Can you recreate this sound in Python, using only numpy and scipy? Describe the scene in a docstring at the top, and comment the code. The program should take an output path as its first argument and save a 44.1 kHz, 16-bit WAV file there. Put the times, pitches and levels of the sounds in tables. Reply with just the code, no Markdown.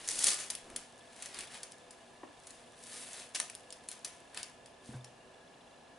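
"""Wax paper slides, rustles and snaps on a wooden kitchen table as a spatula spreads peanut butter
over the rolled dough on it. Stick-slip friction makes the rustle, buckling creases the snaps.
The spatula knocks once, a hand glides over the wax, and a jar is taken up with two soft bumps
that excite the modes of the table top. Sleeve, hand and jar brush the wood.
The kitchen reverberates, while a refrigerator hums and ticks faintly over the room noise."""
import sys
import numpy as np
from scipy import signal
from scipy.fft import rfft, irfft, next_fast_len
from scipy.io import wavfile

SR = 44100
rng = np.random.default_rng(int(sys.argv[2]) if len(sys.argv) > 2 else 0)


def wav_out(sig):
    """Save sig, one row per channel (or a flat mono array), as 16-bit PCM at SR to the path in sys.argv[1]."""
    wavfile.write(sys.argv[1], SR, np.round(np.clip(np.atleast_2d(sig).T, -1, 1) * 32767).astype(np.int16))


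N = 263718

# creases snapping over: (t/s, level over 10 ms/dB, swell time/s, flap resonance f/Hz)
CREASE_SNAPS = [(0.075, -40.5, .0025, 7900), (0.0877, -33.5, 0.00037, 10100), (0.189, -39, 0.001, 10500),
                (0.2418, -26.5, 0.00053, 10200), (0.2677, -27, 0.0016, 9100), (0.2816, -30, 0.0019, 6960),
                (0.3025, -35, 0.0019, 5450), (0.316, -39.5, 0.0013, 8850), (0.501, -35, 0.002, 9500),
                (0.5514, -40.5, .0007, 9800), (0.7004, -54, .0012, 1800), (0.761, -36, 0.0013, 9500),
                (1.2225, -43, 0.0022, 9000), (1.2582, -45, 0.0012, 7000), (1.344, -46.5, 0.00071, 5460),
                (1.388, -42, .0014, 2110), (1.4063, -43.5, 0.0014, 2580), (1.4715, -59, 0.0016, 2500),
                (1.631, -43.5, 0.0016, 8450), (1.719, -52.5, 0.0013, 9400), (1.9067, -53, 0.0021, 9500),
                (2.4688, -51, 0.0019, 8700), (2.506, -51.5, 0.0008, 8450), (2.8375, -52.5, 0.00098, 10200),
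                (3.1322, -48.5, 0.00029, 9700), (3.347, -35.5, 0.0039, 5600), (3.358, -39, 0.0015, 1910),
                (3.4003, -30, 0.00059, 1940), (3.4983, -45.5, 0.00095, 2310), (3.5508, -47, .0004, 9300),
                (3.7048, -50, .0007, 6000), (3.7246, -47.5, .0011, 5540), (3.887, -41.5, 0.00097, 10400),
                (3.9147, -46.5, 0.00076, 10200), (4.046, -38, 0.0026, 8800), (4.345, -49.5, .0013, 1800),
                (4.3741, -40.5, 0.00064, 2050), (4.43, -40.5, 0.00092, 6050), (4.6587, -55.5, 0.0013, 4640),
                (5.044, -51, .0013, 5800)]
# spectrum of the paper's crisp crackle: (f/Hz, relative spectral density/dB)
CRACKLE_SPECTRUM = [(1200, -27), (2500, -13), (4000, -4.5), (6000, -2.5), (8000, -.5), (9600, 1.5),
                    (11000, -5.5), (14000, -6)]


def from_db(db):
    """Amplitude ratio: a factor of ten for every 20 dB."""
    return 10 ** (np.asarray(db) / 20)


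def rms_one(x):
    """Normalisation to unit mean power."""
    return x / np.sqrt(np.mean(x ** 2) + 1e-20)


def clock():
    """Uniform sampling: t/s of each sample."""
    return np.arange(N) / SR


def at_hz(points, hz):
    """Interpolation of a table along logarithmic frequency."""
    known, values = np.transpose(points)
    return np.interp(np.log(np.maximum(hz, 1)), np.log(known), values)


def colour(x, spectrum):
    """Minimum-phase filtering to the given spectrum, at unit power gain."""
    size = next_fast_len(N + SR // 10) // 2 * 2
    gain = rms_one(from_db(at_hz(spectrum, np.fft.rfftfreq(size, 1 / SR))))
    cepstrum = irfft(np.log(gain))
    cepstrum[1:size // 2] *= 2  # folding onto positive time makes the filter causal
    cepstrum[size // 2 + 1:] = 0
    return irfft(rfft(x, size) * np.exp(rfft(cepstrum)), size)[..., :N]


def drift(per_s):
    """Random modulation of unit power: straight lines between Gaussian values."""
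    knots = np.arange(0, N / SR + 1, 1 / per_s)
    return rms_one(np.interp(clock(), knots, rng.standard_normal(N)[:len(knots)]))


def swell(start, end):
    """Half-sine envelope: a movement sets in and dies away."""
    return np.sin(np.pi * np.clip((clock() - start) / (end - start), 0, 1))


def stereo(mid, side, side_db):
    """Sum and difference: mid reaches the ears in phase, side in antiphase."""
    return mid + from_db(side_db) * side * [[1], [-1]]


def narrow_noise(hz, width_hz):
    """A randomly driven resonance: a band of noise mostly common to both ears."""
    band = signal.butter(2, [hz - width_hz / 2, hz + width_hz / 2], "band", fs=SR, output="sos")
    mid, side = rng.standard_normal((2, N))
    return rms_one(signal.sosfilt(band, stereo(mid, side, side_db=-7.5)))


def grains(per_s, spread_db):
    """A Poisson process of tiny slips, of uneven size and either sign."""
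    sizes = from_db(spread_db * np.minimum(rng.exponential(1, N), 4))
    slips = rng.random(N) < per_s / SR
    return rms_one(slips * sizes * rng.choice([-1, 1], N))


def push(s, db, contact_s):
    """Impact force: a smooth pulse of given impulse, the duller the longer the contact."""
    pulse = np.sin(np.pi * np.clip((clock() - s) / contact_s, 0, 1)) ** 2
    return from_db(db) * pulse / pulse.sum()


def ring(force, modes):
    """Modal superposition: a force drives damped resonators, neighbours in opposite phase."""
    out = np.zeros(N)
    for k, (hz, db, t60) in enumerate(modes):
        radius, angle = from_db(-60 / (t60 * SR)), 2 * np.pi * hz / SR
        feedback = [1, -2 * radius * np.cos(angle), radius ** 2]
        out += (-1) ** k * from_db(db) * signal.lfilter([.5, 0, -.5], feedback, force + 1e-18)
    return out


def sheet_motion():
    """Incoherent powers add: stirring, strokes and settling give crackle and drag envelopes in dB."""
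    # strokes pushing the paper: (full speed t/s, 20 dB rise time/s, hold/s, crackle/dB, drag/dB)
    strokes = [(0.0, .05, 0.049, -56.5, -54.5), (0.102, 0.077, 0.039, -41.5, -52.5),
               (0.254, 0.13, 0.038, -31.5, -42), (0.402, 0.12, 0.02, -44.5, -48.5),
               (1.238, 0.2, 0.033, -55.5, -55), (1.391, 0.14, .02, -51, -48.5),
               (1.539, 0.053, .01, -51.5, -50.5), (2.47, 0.089, 0.087, -63, -66),
               (2.931, 0.17, 0.092, -50.5, -54.5), (3.163, 0.28, 0.049, -52, -53.5),
               (3.352, 0.011, 0.0055, -44, -56), (3.916, 0.039, 0.013, -55.5, -58.5),
               (4.372, .035, .015, -53, -48.5), (4.87, 0.068, 0.058, -63, -64)]
    release_db_per_s, settle_db_per_s = 187, 152
    drag_follows = 0.85  # share of the crackle's rise and fall
    t = clock()
    lifted_db = 7 * (t > 4.5)  # the sheet stirs less once the spatula is lifted
    crackle_power = from_db(-72.5 - lifted_db) ** 2
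    drag_power = from_db(-69.5 - lifted_db) ** 2
    for s, rise_s, hold_s, crackle_db, drag_db in strokes:
        rise_db = 20 * (t - s) / rise_s
        release_db = release_db_per_s * (s + hold_s - t)
        shape_db = np.clip(np.minimum(rise_db, release_db), -100, 0)
        crackle_power += from_db(crackle_db + shape_db) ** 2
        drag_power += from_db(drag_db + drag_follows * shape_db) ** 2
    for s, db, swell_s, _ in CREASE_SNAPS:
        after = slice(int(s * SR), int(s * SR) + SR // 2)
        fall_db = settle_db_per_s * (t[after] - s)
        share = swell_s / 0.0012  # slower snaps leave more rustle
        crackle_power[after] += share * from_db(db - 15 - fall_db) ** 2
        drag_power[after] += share * from_db(db - 17.5 - drag_follows * fall_db) ** 2
    return 10 * np.log10(crackle_power), 10 * np.log10(drag_power)


def rubbing(crackle_db, drag_db):
    """Stick-slip friction: dense slips in clumps of a few milliseconds, and scattered lone ticks."""
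    # the paper's dull drag on the table: (f/Hz, relative spectral density/dB)
    drag_spectrum = [(100, -14), (300, -7), (700, -4), (1300, -4), (1900, 0.5), (2800, -3), (4000, -2.5),
                     (7000, -17.5)]
    clumps = rms_one(from_db(2 * np.clip(drift(per_s=420), -2, 2.5)))
    crackle = from_db(crackle_db + 2) * clumps * grains(per_s=11000, spread_db=1)
    drag = from_db(drag_db) * clumps * grains(per_s=9000, spread_db=-2)
    # ticks grow only slowly with the rubbing, so they stand out when the sheet barely moves
    ticks = from_db(crackle_db / 2 - 36.5) * grains(per_s=27, spread_db=-6.5)
    ticks *= crackle_db > -72
    return colour(crackle + ticks, CRACKLE_SPECTRUM) + colour(drag, drag_spectrum)


def brushing():
    """Sliding friction: cloth, skin and the jar's base swish softly over the table."""
    # passes of sleeve, hand and jar: (start t/s, end t/s, level/dB)
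    passes = [(0.0, 0.33, -56.5), (0.607, 0.85, -54.5), (1.335, 1.46, -58), (4.908, 4.997, -55.5)]
    # their friction noise: (f/Hz, relative spectral density/dB)
    swish_spectrum = [(30, 0), (120, -8.5), (330, 2), (700, -3.5), (1400, -10), (4000, -21)]
    envelope = sum(from_db(db) * swell(start, end) for start, end, db in passes)
    return envelope * colour(rng.standard_normal(N), swish_spectrum)


def refrigerator():
    """Resonance and periodic excitation: a wavering hum, and chirps that repeat as the machine turns."""
    # hum resonances: (f/Hz, bandwidth/Hz, level/dB)
    resonances = [(239, 14, -72), (383, 6.5, -74), (499, 8.6, -71), (675.7, 23.5, -69.5), (1005, 33, -74.5),
                  (1704, 105, -69.5), (2773, 48, -81.5)]
    # chirp trains: (start t/s, end t/s, delay in the cycle/s, f/Hz, typical peak level/dB)
    chirps = [(0, 6, .009, 2820, -67), (0, 6, .011, 3480, -64), (0, 5, .044, 3580, -66),
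              (5, 6, .013, 4010, -69), (5, 6, .046, 4010, -67)]
    cycle_hz, chirp_sigma_s, pitch_wander, uneven_db = 15, .0022, .016, 3.5
    out = sum(from_db(db) * narrow_noise(hz, width) for hz, width, db in resonances)
    t = clock()
    for start, end, delay, hz, db in chirps:
        from_peak_s = (((t - delay) * cycle_hz + .5) % 1 - .5) / cycle_hz
        gate = np.exp(-.5 * (from_peak_s / chirp_sigma_s) ** 2) * (t > start) * (t < end)
        pitch_hz = hz * (1 + pitch_wander * drift(per_s=280))
        phase = 2 * np.pi * np.cumsum(pitch_hz) / SR
        out += from_db(db + uneven_db * drift(per_s=8.8)) * gate * np.sin(phase)
    return out


def air():
    """Interaural coherence: steady room noise is most alike in both ears at long wavelengths."""
    # background noise of the kitchen: (f/Hz, relative spectral density/dB)
    room_spectrum = [(15, -54), (25, -15.5), (138, -7), (241, -9), (274, -3.5), (296, -8.5), (703, -3.5),
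                     (1170, -12), (1710, -18.5), (2000, -19), (2780, -15.5), (3770, -20.5), (4070, -21.5),
                     (4630, -22), (11000, -28.5), (14300, -81), (22000, -120)]
    mid, side = colour(rng.standard_normal((2, N)), room_spectrum)
    side = signal.sosfilt(signal.butter(1, 340, "high", fs=SR, output="sos"), side)
    return from_db(-60) * stereo(mid, side, side_db=-5.5)


def snapping(snaps):
    """Buckling: a crease gives way in a short avalanche of slips that shakes the flap beside it."""
    # dull sound of a flexing crease: (f/Hz, relative spectral density/dB)
    flex_spectrum = [(300, -13.5), (700, -10.5), (1250, -15), (1750, 3.5), (2300, 0), (3200, 2), (4800, -2),
                     (7000, -14)]
    crack_db, sudden_s, flap_db = -2.5, 0.0013, -9
    crackle, flexing, flaps = np.zeros((3, N))
    size = SR // 20
    per_10_ms = np.sqrt(SR / 100 / size)  # refers a burst's energy to 10 ms
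    fine, coarse = grains(per_s=24000, spread_db=4), grains(per_s=16000, spread_db=0)
    for s, db, swell_s, hz in snaps:
        at = slice(int(s * SR), int(s * SR) + size)
        gain = from_db(db) * per_10_ms
        age = np.arange(size) / SR / swell_s
        envelope = age * np.exp(-age)
        burst = rms_one(fine[at] * envelope)
        # the more sudden the snap, the more of it is one single crack
        burst[np.argmax(age > .7)] += np.sqrt(size) * from_db(crack_db) * np.exp(-swell_s / sudden_s)
        burst = rms_one(burst)
        crackle[at] += gain * burst
        flex_db = -4 - 1.06 * hz / 1000  # a large, low flap has more of the dull part
        flexing[at] += gain * from_db(flex_db) * rms_one(coarse[at] * envelope)
        flap = signal.lfilter(*signal.iirpeak(hz, Q=5, fs=SR), burst)
        flaps[at] += gain * from_db(flap_db) * rms_one(flap)
    return colour(crackle, CRACKLE_SPECTRUM) + colour(flexing, flex_spectrum) + flaps


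def crumpling(crackle_db):
    """Buckling threshold: small creases give way under a hard push; rows as in CREASE_SNAPS."""
    per_s, threshold_db, swell_s = 36, -42, 0.00068
    low_hz, high_hz = 5570, 10700
    jitter, strength, pitch = rng.random((512, 3)).T
    s = (np.arange(len(jitter)) + jitter) / per_s
    db = -41 + 2.5 * (2 * strength - 1)
    hz = low_hz + pitch * (high_hz - low_hz)
    pushed = np.interp(s, clock(), crackle_db) > threshold_db
    return np.column_stack([s, db, np.full(len(s), swell_s), hz])[pushed].tolist()


def spatula():
    """Impact excitation: brief contacts of the spatula with the wood ring as one light knock."""
    # contacts: (t/s, impulse level/dB, contact time/s)
    contacts = [(2.2332, -47, 0.00036), (2.2404, -53, 0.00047), (2.274, -62, 0.00036)]
    # modes of the knock: (f/Hz, gain/dB, T60/s)
    modes = [(255, -6, 0.18), (338, 7.5, 0.042), (594, -0.5, 0.09), (723, -7, 0.11), (785, -4, 0.18),
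             (990, 8, 0.024), (1240, -14, 0.095), (1840, -2, 0.043)]
    return ring(sum(push(*contact) for contact in contacts), modes)


def gliding():
    """Friction noise: dry skin on wax gives a fine, high hiss."""
    # the hand's glide: (start t/s, end t/s, level/dB, centre f/Hz, bandwidth/Hz)
    glides = [(2.747, 3.282, -55, 9500, 2400)]
    hiss = sum(from_db(db) * swell(start, end) * narrow_noise(hz, width)
               for start, end, db, hz, width in glides)
    return hiss.mean(axis=0)


def table_bumps():
    """Plate vibration: jar and arm strike the table top, which booms in its modes."""
    # bumps of jar and arm: (t/s, impulse level/dB, contact time/s)
    bumps = [(4.887, -44, 0.0019), (4.936, -50.5, 0.00042), (4.9411, -48.5, 0.00037), (4.945, -34, 0.00655),
             (4.952, -38, 0.0067)]
    # modes of the table top: (f/Hz, gain/dB, T60/s)
    modes = [(62, -15, 0.17), (125.7, -3, 0.35), (219, -0.5, 0.18), (283, 2.5, 0.063), (424, -22, .1),
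             (702, 1, 0.073), (1555, -4, 0.062)]
    return ring(sum(push(*bump) for bump in bumps), modes)


def kitchen(x, wet_db, early_db, early_s):
    """Reverberation: early reflections off table and cupboards, then a tail that decays band by band."""
    # reverberation time: (f/Hz, T60/s)
    decay_times = [(150, 0.19), (1000, 0.35), (4000, 0.34), (10000, 0.2)]
    # difference of the reverberation between the ears: (f/Hz, side minus mid level/dB)
    widths = [(150, 3), (600, -3.5), (4000, -1), (9000, -5)]
    t = clock()[:SR * 3 // 4]
    mid, side = rng.standard_normal((2, len(t)))
    response = np.zeros((2, len(t)))
    edges_hz = np.geomspace(60, 15360, num=9)
    for low, high in zip(edges_hz, edges_hz[1:]):
        hz = np.sqrt(low * high)
        octave = signal.butter(2, [low, high], "band", fs=SR, output="sos")
        band = signal.sosfilt(octave, stereo(mid, side, at_hz(widths, hz)))
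        response += band * from_db(-60 * t / at_hz(decay_times, hz))
    response *= (t > .002) * (1 + from_db(early_db) * np.exp(-t / early_s))
    response = rms_one(response) / np.sqrt(len(t))  # unit energy
    return from_db(wet_db) * signal.fftconvolve(x[None], response, axes=1)[:, :N]


def wandering_reflections(paper):
    """A moving source: the sounding spot wanders over the sheet, blending two reflection patterns."""
    angle = np.pi / 4 + drift(per_s=4.004)
    shares = np.cos(angle) * paper, np.sin(angle) * paper
    return sum(kitchen(share, wet_db=-6, early_db=7.5, early_s=0.0077) for share in shares)


def from_left(x, share, band_hz):
    """Interaural level difference: one band is louder in the nearer, left ear."""
    band = signal.sosfilt(signal.butter(1, band_hz, "band", fs=SR, output="sos"), x)
    return x + share * band * [[1], [-1]]


def scene():
    """Superposition: the paper a little to the left, knock and bumps, their reverberation, the room."""
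    crackle_db, drag_db = sheet_motion()
    paper = rubbing(crackle_db, drag_db) + gliding()
    paper += snapping(list(CREASE_SNAPS) + crumpling(crackle_db))
    paper = from_left(paper + wandering_reflections(paper), share=0.12, band_hz=(3500, 9000))
    knock = spatula()
    table = table_bumps() + brushing()
    knock = knock + kitchen(knock, wet_db=-2.5, early_db=-4, early_s=.02)
    table = table + kitchen(table, wet_db=-23, early_db=-6, early_s=0.021)
    return paper + knock + table + refrigerator() + air()


def record(dry):
    """Band limiting: an elliptic low-pass cuts the highest treble steeply."""
    cutoff_hz = 11120
    return signal.sosfilt(signal.ellip(8, .2, 47, cutoff_hz, fs=SR, output="sos"), dry)


dry = scene()
out = record(dry)
wav_out(out)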